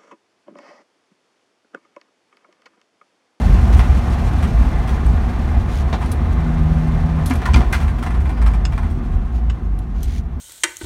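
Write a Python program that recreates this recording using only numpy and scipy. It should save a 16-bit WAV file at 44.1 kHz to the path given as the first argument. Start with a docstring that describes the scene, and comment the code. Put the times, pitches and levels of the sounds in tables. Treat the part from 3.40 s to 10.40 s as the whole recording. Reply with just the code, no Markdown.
"""Inside the bare steel cab of a small old two-stroke truck. The road booms and loose metal rattles and
ticks as the engine lugs and loses speed. A hand slides on the wheel, a pedal clacks, and the exhaust
drones briefly in a lower gear. Near four seconds the engine dies with a jolt: the body thumps, the gear
linkage clunks, a latch snaps. The wheels drag the dead engine round in throbs while the truck slows;
tin chatters, a brake sings faintly, and the hand slides again."""
import sys
import numpy as np
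from scipy import signal
from scipy.fft import rfft, irfft
from scipy.io import wavfile
from scipy.ndimage import uniform_filter1d

SR = 44100
rng = np.random.default_rng(int(sys.argv[2]) if len(sys.argv) > 2 else 0)


def to_wav(sig):
    """Store sig (one row per channel, or 1-D mono) as 16-bit WAV at the path in sys.argv[1].

    Samples outside -1..1 are clipped; the rate is SR.
    """
    pcm = np.clip(np.atleast_2d(sig), -1, 1) * 32767
    pcm = np.round(pcm).astype(np.int16)
    wavfile.write(sys.argv[1], SR, pcm.T)  # frames by channels


N = 308700
T = np.arange(N) / SR

# The truck cruises, then slows. Each row: time in seconds, speed in km/h.
TRUCK_SPEED = [(0, 43.4), (3.9, 46.3), (4.7, 34.6), (5.4, 29.3), (6.25, 18.3), (7, 15)]
CRUISE_KM_H, LOAD_FADE_S = 45, 2.35
# How each running noise follows the drive. Each holds, in dB: cruising level, rise per doubling of
# speed, rise under full load.
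BOOM_DRIVE = (-18.5, 2.7, 2.6)
DRUM_DRIVE = (-26, 3.83, 2.8)
ROAR_DRIVE = (-33.5, 7.5, 4.04)
HISS_DRIVE = (-50.5, 9.1, 9.2)
DRONE_DRIVE = (-46, 5, 5)

# Tone of the bed: cab air, floor and doors, machinery at speed, at a crawl, and its hiss.
# Each row: frequency in Hz, level in dB.
BOOM_EQ = [(12, -50), (24, -36), (32, -5), (40, -5.5), (55, 6.5), (82, 1.5), (98, -15.5), (130, -17),
           (300, -76.5)]
DRUM_EQ = [(60, -26), (100, -1.5), (125, 3.5), (180, 1), (210, -2), (240, 1.5), (275, -8.5), (370, -11),
           (500, -24.5), (1000, -66.5)]
ROAR_EQ = [(150, -22), (350, 0), (460, 1), (570, 1.5), (760, 3.5), (1000, 1), (1400, -3.5), (2000, -7.5),
           (2800, -18.5), (4000, -22), (8000, -62)]
SLOW_ROAR_EQ = [(150, -8), (330, 4), (450, 1.5), (570, 0), (720, 1.5), (1000, 1), (1400, -4), (2000, -12),
                (2800, -19), (4000, -27.5), (8000, -65)]
HISS_EQ = [(1000, -24.5), (2500, 7.5), (3500, 0), (4500, 0), (6000, -2), (7500, -7), (9500, -6.5),
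           (10300, -14.5), (11500, -11), (15500, -21.5)]
# Tone of the details: hand on the rim, panels, small metal, latch, tin and pedal.
# Each row: frequency in Hz, level in dB.
SLIDE_EQ = [(700, -20), (2000, 7), (4400, 3), (5300, -0.5), (6800, 0.5), (7900, -9), (9000, -4.5),
            (12000, -12), (15500, -15)]
KNOCK_EQ = [(120, -17), (500, -3), (1000, 7), (1400, 1.5), (2100, 0), (3000, -2.5), (4700, -8.5),
            (6500, -13), (9300, -16), (10500, -20), (15500, -24)]
TICK_EQ = [(1000, 4.5), (3500, 7.5), (8000, 3.5), (10500, 2), (13000, -1), (15500, -11)]
SNAP_EQ = [(400, -37), (1100, 10), (2500, -0.5), (4200, -2.5), (7700, -7.5), (9000, -13.5), (15000, -36)]
RATTLE_EQ = [(150, -17), (500, -5), (1000, 10.5), (1400, 1.5), (2100, 1), (3000, -5), (4700, -13),
             (6500, -17), (9300, -14.5), (10500, -21.5), (15500, -28)]
CLACK_EQ = [(150, 0), (500, 0.5), (750, 5.5), (1200, 0), (1700, -6), (2200, -12), (3800, -12.5),
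            (5000, -22), (7000, -26), (9000, -33), (11000, -39), (15500, -44)]
# Resonances of the cab panels, the linkage and steel around it, the small metal and the latch.
# Each row: centre in Hz, width in Hz, lift in dB.
PANEL_MODES = [(595, 70, -1.5), (700, 90, 2.5), (800, 40, -1.5), (880, 30, -2), (1100, 60, 2),
               (1995, 40, 2), (3460, 120, 2.5), (4770, 40, -3), (4960, 98, -8)]
STEEL_MODES = [(710, 90, 11.5), (990, 190, 3.5), (1210, 73, 1), (1390, 86, 10.5), (1720, 67, 6.5),
               (1950, 120, 5.5), (2440, 150, 2.5), (3340, 170, 3.5), (4770, 87, -1), (5860, 220, 5),
               (8600, 300, 3)]
SMALL_METAL_MODES = [(3700, 200, 2.7), (8800, 300, 6), (9640, 280, 5), (11150, 600, 3), (11980, 250, 3),
                     (13600, 300, 4), (14900, 400, 5)]
LATCH_MODES = [(2570, 200, 14), (2840, 150, 13), (3520, 280, 10), (4200, 350, -6), (4680, 170, 8),
               (5170, 260, 9), (5500, 300, -4), (6350, 220, 9), (6830, 260, 13), (7650, 230, 13)]

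# Bumps and smooth patches in the road. Each row: time in seconds, lift of the boom in dB.
ROAD_BUMPS = [(.11, 7), (.36, 5.5), (1.26, 4.5), (1.7, 4.5), (2.15, 4.5), (2.85, 3), (4.44, 5),
              (4.63, -0.5), (5.5, 1.5), (5.62, -3), (5.78, 4), (6.88, -4)]
# Doors and floor drum harder for a moment. Each row: time in seconds, lift in dB.
FLOOR_SWELLS = [(1.08, 3), (1.72, 1.5), (5.42, 0.5), (5.6, 4.5), (6.3, 0)]
# Drive line and panel drones. Each row: pitch in Hz, flutters per second, relative level in dB.
DRONE_TONES = [(678, 38, -2.5), (744, 45, -5.5)]
# The hand on the wheel. Each row: start, end and swell time in seconds, level in dB, slips per
# second, squeak lift in dB.
HAND_STROKES = [(2.279, 2.434, .05, -43.5, 100, 1), (5.91, 6.007, .04, -53, 35, -1),
                (6.505, 6.819, 0.23, -46, 100, 4)]
# Jarred panels. Each row: start in seconds, level in dB, tilt in dB per octave, t60 in seconds.
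PANEL_KNOCKS = [(.326, -33.5, 0.5, 0.22), (.391, -22, -2, 0.11), (1.475, -34, 1, 0.26),
                (4.017, -30.5, -2, 0.16), (4.142, -17, -2, 0.059), (4.205, -25, -3, 0.12)]
# Small metal, like keys on a ring. Each row: start in seconds, level in dB, tilt in dB per octave,
# t60 in seconds, ring pitch in Hz.
METAL_TICKS = [(.982, -29, -3.5, 0.099, 3500), (1.663, -37, 2, 0.056, 8350), (2.659, -21, -4, 0.077, 9300),
               (2.716, -24.5, 2, .062, 10200), (2.925, -37, -2, .07, 3500), (3.858, -25, 1.5, 0.14, 11100),
               (3.898, -25, -2, 0.055, 11400), (3.936, -32, 0, .061, 11200),
               (3.953, -20, -3.5, 0.078, 11600), (4.299, -32, -4, 0.24, 9300),
               (4.325, -26.5, 3, .063, 11200), (6.388, -40.5, 0, .047, 11200), (6.63, -27, 8, 0.037, 11900)]
# A latch or loose fitting. Each row: start in seconds, level in dB, tilt in dB per octave, t60 in
# seconds, ping pitch in Hz, relative ping level in dB.
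LATCH_SNAPS = [(4.135, -22.5, -.5, .04, 6000, -22), (4.142, -17, -1, .031, 4800, 0),
               (5.252, -21.5, 1, .04, 5170, 2), (6.098, -28.5, -3.5, .06, 5400, -24),
               (6.630, -34, 6, .025, 6050, 4), (6.641, -39, 6, .05, 6050, -2)]
# Shaken tin. Each row: start in seconds, level in dB, tilt in dB per octave, attack in seconds.
TIN_RATTLES = [(.368, -23, 3, 0.011), (.396, -23.5, 0, 0.0063), (.437, -26, .5, .008),
               (1.022, -19, 0.5, .007), (2.606, -24, 1, 0.01), (2.621, -22.5, -1.5, 0.0046),
               (4.402, -25, 0, 0.00083), (4.419, -30, 1, .002), (4.44, -29, -3, .003),
               (4.479, -24.5, -1, 0.00093), (4.582, -33, 1, .002), (4.625, -25, 1, .001),
               (4.661, -23.5, -.5, .001), (4.704, -26, -.5, .002), (4.74, -26.5, -1, .003),
               (4.802, -36, 2, .002), (4.853, -29, -1, .003), (4.891, -27, -.5, .002),
               (4.968, -28, -3.5, .003), (5.016, -26.5, 0, .001), (5.06, -23, 0.5, .001),
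               (5.101, -33, 0, .003), (5.135, -27.5, 0, .001), (5.32, -26, -1, .002),
               (5.377, -26, -1, 0.0011), (5.427, -27, -1.5, .004), (5.458, -32, -2, .008),
               (5.5, -41, 3.5, .003), (5.717, -36, -.5, .003), (5.849, -44, 2, .003)]
# Dry, dead clacks. Each row: start in seconds, level in dB, attack and t60 in seconds.
PEDAL_CLACKS = [(2.526, -17.5, 0.0024, 0.15), (2.541, -23, .002, 0.076)]
# The gear linkage. Each row: start in seconds, level in dB, tilt in dB per octave, t60 in seconds,
# rod ring and lever ring in dB, lever pitch ratio.
LINKAGE_CLUNKS = [(3.908, -21, -1, .08, -34, -21, 1.045), (4.055, -19, -.2, .07, -18, -18, .875),
                  (4.072, -27, -3, .06, -21, -27, .89), (4.087, -27, -3.5, .06, -21, -28, .86),
                  (4.159, -20.5, 0, .12, -27, -22, .97), (4.326, -16.5, 1.2, .1, -20, -16.5, .95),
                  (4.342, -21, 0, .12, -25, -20, .98)]
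# The ring of rod and lever. Each row: pitch in Hz, relative level in dB, t60 in seconds.
ROD_PARTIALS = [(935, -6, .08), (990, -4, .1), (1055, -5, .08), (1150, -8, .07)]
LEVER_PARTIALS = [(1570, -2, .06), (1680, -4, .07), (2060, -4, .07), (2190, -3, .08), (2560, -11, .08)]
# Heavy blows to a panel or the whole body. Each row: start in seconds, pitch in Hz, level in dB,
# swell time in seconds, share of rough noise.
BODY_THUMPS = [(3.899, 255, -11.5, .013, .25), (4.125, 205, -15.5, .012, .5), (4.135, 64, -1, .019, .22),
               (4.170, 240, -13, .009, .55), (4.187, 150, -10.5, .01, .6)]

# The overloaded engine. Each row: time in seconds, cycle rate in Hz.
LUG_RATE = [(0, 23.9), (.33, 22.3), (.8, 22), (1.55, 18.2), (1.8, 15.5), (2.5, 18.6)]
# The dead engine and drive line, one list a run. Each row: time in seconds, cycle rate in Hz, level in dB.
DRAG_RUNS = [
    [(4.68, 60.75, -11), (4.82, 58.6, -17), (4.95, 56.1, -23), (5.04, 54.4, -14), (5.28, 48.45, -17),
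     (5.5, 42.03, -22.5), (5.62, 39.8, -27), (5.7, 38.2, -20.5), (5.88, 37, -24.5)],
    [(5.9, 57.97, -21), (6.09, 55.3, -19), (6.17, 53.2, -26), (6.28, 49.7, -16.5), (6.42, 47.4, -26),
     (6.55, 45.25, -23.5), (6.86, 41.75, -28)],
]
# Engine harmonics: lugging, pulling, shaking the floor and being dragged round.
# Each row: multiple of the cycle rate, level in dB.
LUG_HARMONICS = [(2, -0.5), (3, -1), (4, -6), (5, -8.5), (6, -16.5), (7, -40), (8, -14.5), (9, -19.5),
                 (10, -21)]
PULL_HARMONICS = [(4, 1.5), (5, -27), (6, -8), (8, -24.5), (10, -28)]
SHAKE_HARMONICS = [(1, -27.5), (2, -23)]
DRAG_HARMONICS = [(1, 2), (2, -18.5), (3, -28), (4, -25)]
GEAR_IN_S, PULL_START_S, STALL_S = 2.64, 2.9, 3.92


def undb(db):
    """Decibels to gain."""
    return 10 ** (np.asarray(db) / 20)


def unit(x):
    """Scale to rms 1."""
    return x / np.sqrt(np.mean(x ** 2))


def curves(table):
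    """Each column of a table of timed rows, once per sample."""
    s, *columns = np.transpose(table)
    return [np.interp(T, s, c) for c in columns]


def walk(rate):
    """Glide to a new random value `rate` times a second; rms 1."""
    k = int(SR / rate)
    steps = np.repeat(rng.standard_normal(N // k + 1), k)
    return unit(uniform_filter1d(steps, k)[:N])


def gate(start, end, attack_s, release_s):
    """Rise from the start, hold at 1, fall to the end."""
    return np.clip(np.minimum((T - start) / attack_s, (end - T) / release_s), 0, 1)


def decay(t, t60):
    """A fade that is 60 dB down after t60 seconds."""
    return np.exp(-np.log(1000) * t / t60)


def swells(table, half_length_s=0.071):
    """A level ride in dB: one smooth bell for each row."""
    return sum(db * np.exp(-((T - s) / half_length_s) ** 2) for s, db in table)


def turns(hz, wobble):
    """Cycles completed so far at a rate that wobbles."""
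    return np.cumsum(hz * (1 + wobble * walk(rate=25))) / SR


def colour(x, spectrum, modes=(), tilt_db=0):
    """Causal EQ of unit power: a smooth spectrum, resonances on top and a tilt per octave."""
    size = len(x)
    f = np.maximum(np.fft.rfftfreq(size, 1 / SR), 1)
    hz, db = np.transpose(spectrum)
    db = np.interp(np.log(f), np.log(hz), db) + tilt_db * np.log2(f)
    for centre, width, lift in modes:
        db = db + lift / (1 + (2 * (f - centre) / width) ** 2)
    # minimum phase, so the ring follows the hit
    cepstrum = irfft(np.log(unit(undb(db))), size)
    cepstrum[1:size // 2] *= 2
    cepstrum[size // 2 + 1:] = 0
    return irfft(rfft(x) * np.exp(rfft(cepstrum)), size)


def shifted(modes, ratio):
    """The same resonances, higher or lower by a ratio."""
    return [(hz * ratio, width, lift) for hz, width, lift in modes]


def later(x, s):
    """The same sound, s seconds late."""
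    return np.pad(x, (int(s * SR), 0))[:len(x)]


def add(out, s, sound):
    """Mix a sound in at time s."""
    i = int(s * SR)
    out[i:i + len(sound)] += sound[:N - i]


def driven(drive):
    """Level in dB of a running noise, from the truck's speed and the engine's steadily falling load."""
    cruise_db, speed_db, load_db = drive
    load = np.clip(1 - T / LOAD_FADE_S, 0, 1)
    return cruise_db + speed_db * np.log2(curves(TRUCK_SPEED)[0] / CRUISE_KM_H) + load_db * load


def cab(x, wet=0.3, size=4096):
    """Glass and bare steel an arm's length away throw back dense, short reflections."""
    t = T[:size]
    echoes = rng.standard_normal(size) * decay(t, t60=0.11) * (t > 0.002)
    echoes = signal.sosfilt(signal.butter(2, 900, "high", fs=SR, output="sos"), echoes)
    reflections = signal.fftconvolve(x, echoes / np.linalg.norm(echoes))[:N]
    return (x + wet * reflections) / np.hypot(1, wet)


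def rumble(spectrum, window_s):
    """Low noise with its slow swells evened out, so that the road sets its strength."""
    noise = colour(rng.standard_normal(N), spectrum)
    return noise / np.sqrt(uniform_filter1d(noise ** 2, int(window_s * SR)))


def road(uneven_db=2.5, drum_share=0.22):
    """The road shakes the cab air at its lowest resonances and drums on floor and doors."""
    bump_db = swells(ROAD_BUMPS)
    boom = rumble(BOOM_EQ, window_s=0.0875)
    drum = rumble(DRUM_EQ, window_s=0.14)
    boom_db = driven(BOOM_DRIVE) + bump_db + uneven_db * walk(rate=14)
    drum_db = driven(DRUM_DRIVE) + drum_share * bump_db + swells(FLOOR_SWELLS)
    return boom * undb(boom_db) + drum * undb(drum_db)


def drones(drift=0.009, waver_db=3):
    """Drive line and panels hum in two narrow bands that drift in pitch and come and go."""
    out = np.zeros(N)
    for hz, flutter, db in DRONE_TONES:
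        phase = 2 * np.pi * np.cumsum(hz * (1 + drift * walk(rate=6))) / SR
        ring = unit(walk(flutter) * np.cos(phase) + walk(flutter) * np.sin(phase))
        out += ring * undb(driven(DRONE_DRIVE) + db + waver_db * walk(rate=6.3))
    return out


def machinery(beat):
    """Fan, gears and gas pulse with the engine and ring the panels, darker at low speed; hiss on top."""
    roar = rng.standard_normal(N) * undb(driven(ROAR_DRIVE) + 0.63 * beat + 0.81 * walk(rate=49))
    hiss = rng.standard_normal(N) * undb(driven(HISS_DRIVE) + 0.52 * beat + 1.5 * walk(rate=70))
    slow = np.clip(1 - curves(TRUCK_SPEED)[0] / CRUISE_KM_H, 0, 1)
    bright = colour(roar * (1 - slow), ROAR_EQ, PANEL_MODES)
    dark = colour(roar * slow, SLOW_ROAR_EQ, PANEL_MODES)
    return bright + dark + colour(hiss, HISS_EQ, PANEL_MODES)


def brake(hz=4800, db=-62):
    """A brake drum sings one thin note that flutters as the shoe's grip varies."""
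    grip = np.clip(0.8 + 0.4 * walk(rate=60), 0, 1.1)
    note = np.sqrt(2) * np.sin(2 * np.pi * turns(hz, wobble=0.0008))
    return undb(db) * grip * gate(4.84, 5.2, attack_s=0.05, release_s=0.05) * note


def hand_slides(grip_db=3.5, patchy_db=0.9, squeak_hz=5970, squeak_width_hz=520):
    """Skin sticks and slips on the varnished rim; the rub swells as the grip tightens, and squeaks."""
    out = np.zeros(N)
    for start, end, swell_s, db, rate, squeak_db in HAND_STROKES:
        stroke = gate(start, end, swell_s, release_s=0.034)
        slips = np.cumsum(rate * (1 + 0.3 * walk(rate=90))) / SR
        rub_db = db + grip_db * np.cos(2 * np.pi * slips) + patchy_db * walk(rate=150)
        friction = stroke * undb(rub_db) * rng.standard_normal(N)
        out += colour(friction, SLIDE_EQ, [(squeak_hz, squeak_width_hz, squeak_db)])
    return out


def contact(t60, rise_s, chatter_db, crack=0, size=16384):
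    """A loose part strikes with a short crack and chatters; its dense bounces die away."""
    t = T[:size]
    bounces = undb(chatter_db * np.repeat(rng.standard_normal(size // 64), 64))
    fade = decay(t, t60) + crack * np.exp(-t / 0.0034)
    return unit(bounces * rng.standard_normal(size)) * (1 - np.exp(-t / rise_s)) * fade


def ping(hz, t60, rise_s, waver=0, size=16384):
    """One metal mode, struck and fading; its pitch wavers if the part is loose."""
    t = T[:size]
    jitter = np.repeat(rng.standard_normal(size // 128), 128)
    cycles = np.cumsum(hz * (1 + waver * jitter)) / SR
    return np.sin(2 * np.pi * (cycles + rng.random())) * (1 - np.exp(-t / rise_s)) * decay(t, t60)


def knock(tilt_db, t60):
    """A blow, its single rebound and a faint panel buzz ring the steel."""
    blow = contact(t60, rise_s=0.0011, chatter_db=3, crack=0.26)
    rebound = undb(-8) * contact(t60, rise_s=0.0023, chatter_db=0)
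    buzz = undb(-15.5) * contact(t60=0.61, rise_s=0.0085, chatter_db=-1)
    return colour(blow + later(rebound, 0.015) + buzz, KNOCK_EQ, STEEL_MODES, tilt_db)


def panel_knocks(trim_db=2):
    """Loose panels bang, jarred by the road and the jolt."""
    out = np.zeros(N)
    for s, db, tilt_db, t60 in PANEL_KNOCKS:
        add(out, s, undb(db + trim_db) * knock(tilt_db, t60))
    return out


def metal_ticks(trim_db=-5, ring_width_hz=600, ring_db=10):
    """Small metal pieces touch; the struck one adds its own ring to the modes they share."""
    out = np.zeros(N)
    for s, db, tilt_db, t60, ring_hz in METAL_TICKS:
        modes = list(SMALL_METAL_MODES) + [(ring_hz, ring_width_hz, ring_db)]
        hit = contact(t60, rise_s=0.00071, chatter_db=-1, crack=0.19)
        add(out, s, undb(db + trim_db) * colour(hit, TICK_EQ, modes, tilt_db))
    return out


def latch_snaps(trim_db=-1, clearest_mode_hz=5170):
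    """A fitting snaps and its clearest mode rings on as a ping; a smaller fitting rings higher."""
    out = np.zeros(N)
    for s, db, tilt_db, t60, ping_hz, ping_db in LATCH_SNAPS:
        modes = shifted(LATCH_MODES, ping_hz / clearest_mode_hz)
        hit = contact(t60, rise_s=0.00024, chatter_db=1, crack=0.11)
        add(out, s, undb(db + trim_db) * colour(hit, SNAP_EQ, modes, tilt_db))
        add(out, s, undb(db + ping_db) * ping(ping_hz, t60=0.019, rise_s=0.00068))
    return out


def tin_rattles(trim_db=-1.5, t60=0.12, mode_spread=0.035):
    """Loose tin bounces twice a burst, struck in a new place each time, which shifts its modes."""
    out = np.zeros(N)
    for s, db, tilt_db, rise_s in TIN_RATTLES:
        first, second = (contact(t60, rise_s, chatter_db=2, crack=0.15) for _ in range(2))
        burst = first + undb(-7) * later(second, 0.011)
        modes = shifted(STEEL_MODES, 1 + mode_spread * rng.standard_normal())
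        add(out, s, undb(db + trim_db) * colour(burst, RATTLE_EQ, modes, tilt_db))
    return out


def tin_jingle(start=4.36, end=5.75, count=26, start_db=-50, fade_db_per_s=7, spread_db=5):
    """Tiny crisp ticks fall unevenly between the rattles, fading as the truck slows."""
    out = np.zeros(N)
    for k, (when, strength) in enumerate(rng.random((count, 2))):
        age = (k + when) / count * (end - start)
        db = start_db - fade_db_per_s * age + spread_db * (2 * strength - 1)
        tick = contact(t60=0.043, rise_s=0.0012, chatter_db=7, size=4096)
        add(out, start + age, undb(db) * colour(tick, RATTLE_EQ))
    return out


def pedal():
    """A pedal meets its stop with a dry double clack."""
    out = np.zeros(N)
    for s, db, rise_s, t60 in PEDAL_CLACKS:
        add(out, s, undb(db) * colour(contact(t60, rise_s, chatter_db=0.5, crack=0.15), CLACK_EQ))
    return out


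def gear_linkage(knock_trim_db=-1, waver=0.022):
    """Each clunk rings rod and lever, loose in their joints; the lever's pitch shifts with position."""
    out = np.zeros(N)
    for s, db, tilt_db, t60, rod_db, lever_db, ratio in LINKAGE_CLUNKS:
        rod = sum(undb(rod_db + mode_db) * ping(hz, ring_s, rise_s=0.0034, waver=waver)
                  for hz, mode_db, ring_s in ROD_PARTIALS)
        lever = sum(undb(lever_db + mode_db) * ping(ratio * hz, ring_s, rise_s=0.0024, waver=waver)
                    for hz, mode_db, ring_s in LEVER_PARTIALS)
        add(out, s, undb(db + knock_trim_db) * knock(tilt_db, t60) + rod + lever)
    return out


def body_thumps(size=16384):
    """The drive line snatches and the body swings for a few cycles."""
    out, t = np.zeros(N), T[:size]
    for s, hz, db, swell_s, rough in BODY_THUMPS:
        swing = np.sin(2 * np.pi * hz * t) + rough * colour(rng.standard_normal(size), DRUM_EQ)
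        envelope = (t / swell_s * np.exp(1 - t / swell_s)) ** 2
        add(out, s, undb(db) * swing * envelope)
    return out


def harmonics(cycle, pattern, uneven_db):
    """Multiples of the cycle rate, each swelling on its own as the engine runs unevenly."""
    return sum(undb(db + uneven_db * walk(rate=14))
               * np.sqrt(2) * np.sin(2 * np.pi * (k * cycle + rng.random())) for k, db in pattern)


def lugging(start_db=-18, fade_db_per_s=4):
    """Overloaded, the engine loses speed and strength. Gives cycles, gate and tone."""
    cycle = turns(curves(LUG_RATE)[0], wobble=0.012)
    tone = undb(start_db - fade_db_per_s * T) * harmonics(cycle, LUG_HARMONICS, uneven_db=2.5)
    return cycle, gate(0, GEAR_IN_S, attack_s=0.077, release_s=0.33), tone


def pulling(hz=40.22, sag_hz_per_s=1.1, exhaust_db=-21.5):
    """In the lower gear the shaft shakes the floor, then the exhaust drones. 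Gives cycles, gate, tone."""
    cycle = turns(hz - sag_hz_per_s * (T - PULL_START_S), wobble=0.013)
    swell = gate(PULL_START_S, STALL_S, attack_s=0.2, release_s=0.113)
    exhaust = swell * undb(exhaust_db) * harmonics(cycle, PULL_HARMONICS, uneven_db=0.8)
    shake = harmonics(cycle, SHAKE_HARMONICS, uneven_db=2)
    return cycle, gate(GEAR_IN_S, STALL_S, attack_s=0.027, release_s=0.028), exhaust + shake


def dragged(run):
    """Turned by the wheels, the dead engine slows, fades and throbs. Gives cycles, gate and tone."""
    hz, db = curves(run)
    cycle = turns(hz, wobble=0.01177)
    tone = undb(db) * harmonics(cycle, DRAG_HARMONICS, uneven_db=1)
    return cycle, gate(run[0][0], run[-1][0], attack_s=0.042, release_s=0.042), tone


def engine():
    """The engine note in its four stretches, and the beat that it gives to the machinery."""
    note, beat = np.zeros(N), np.zeros(N)
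    for cycle, on, tone in [lugging(), pulling()] + [dragged(run) for run in DRAG_RUNS]:
        note += on * tone
        beat += on * np.cos(4 * np.pi * cycle)  # two cylinders: two puffs a cycle
    return note, beat


def scene():
    """The mix from the driver's seat: machinery and metal get the cab's reflections, the rest is dry."""
    note, beat = engine()
    direct = note + road() + body_thumps() + brake() + hand_slides()
    bed = machinery(beat) + drones()
    loose_parts = panel_knocks() + metal_ticks() + latch_snaps()
    controls = pedal() + gear_linkage()
    tin = tin_rattles() + tin_jingle()
    return (direct + cab(bed + loose_parts + controls + tin))[None]


def record(dry, low_cut_hz=28, top_hz=15900):
    """Shed the deepest rumble, round the highest peaks and cut the top."""
    dry = signal.sosfilt(signal.butter(6, low_cut_hz, "high", fs=SR, output="sos"), dry)
    rounded = dry / (1 + dry ** 8) ** (1 / 8)
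    return signal.sosfilt(signal.ellip(10, 0.2, 80, top_hz, fs=SR, output="sos"), rounded)


dry = scene()
out = record(dry)
to_wav(out)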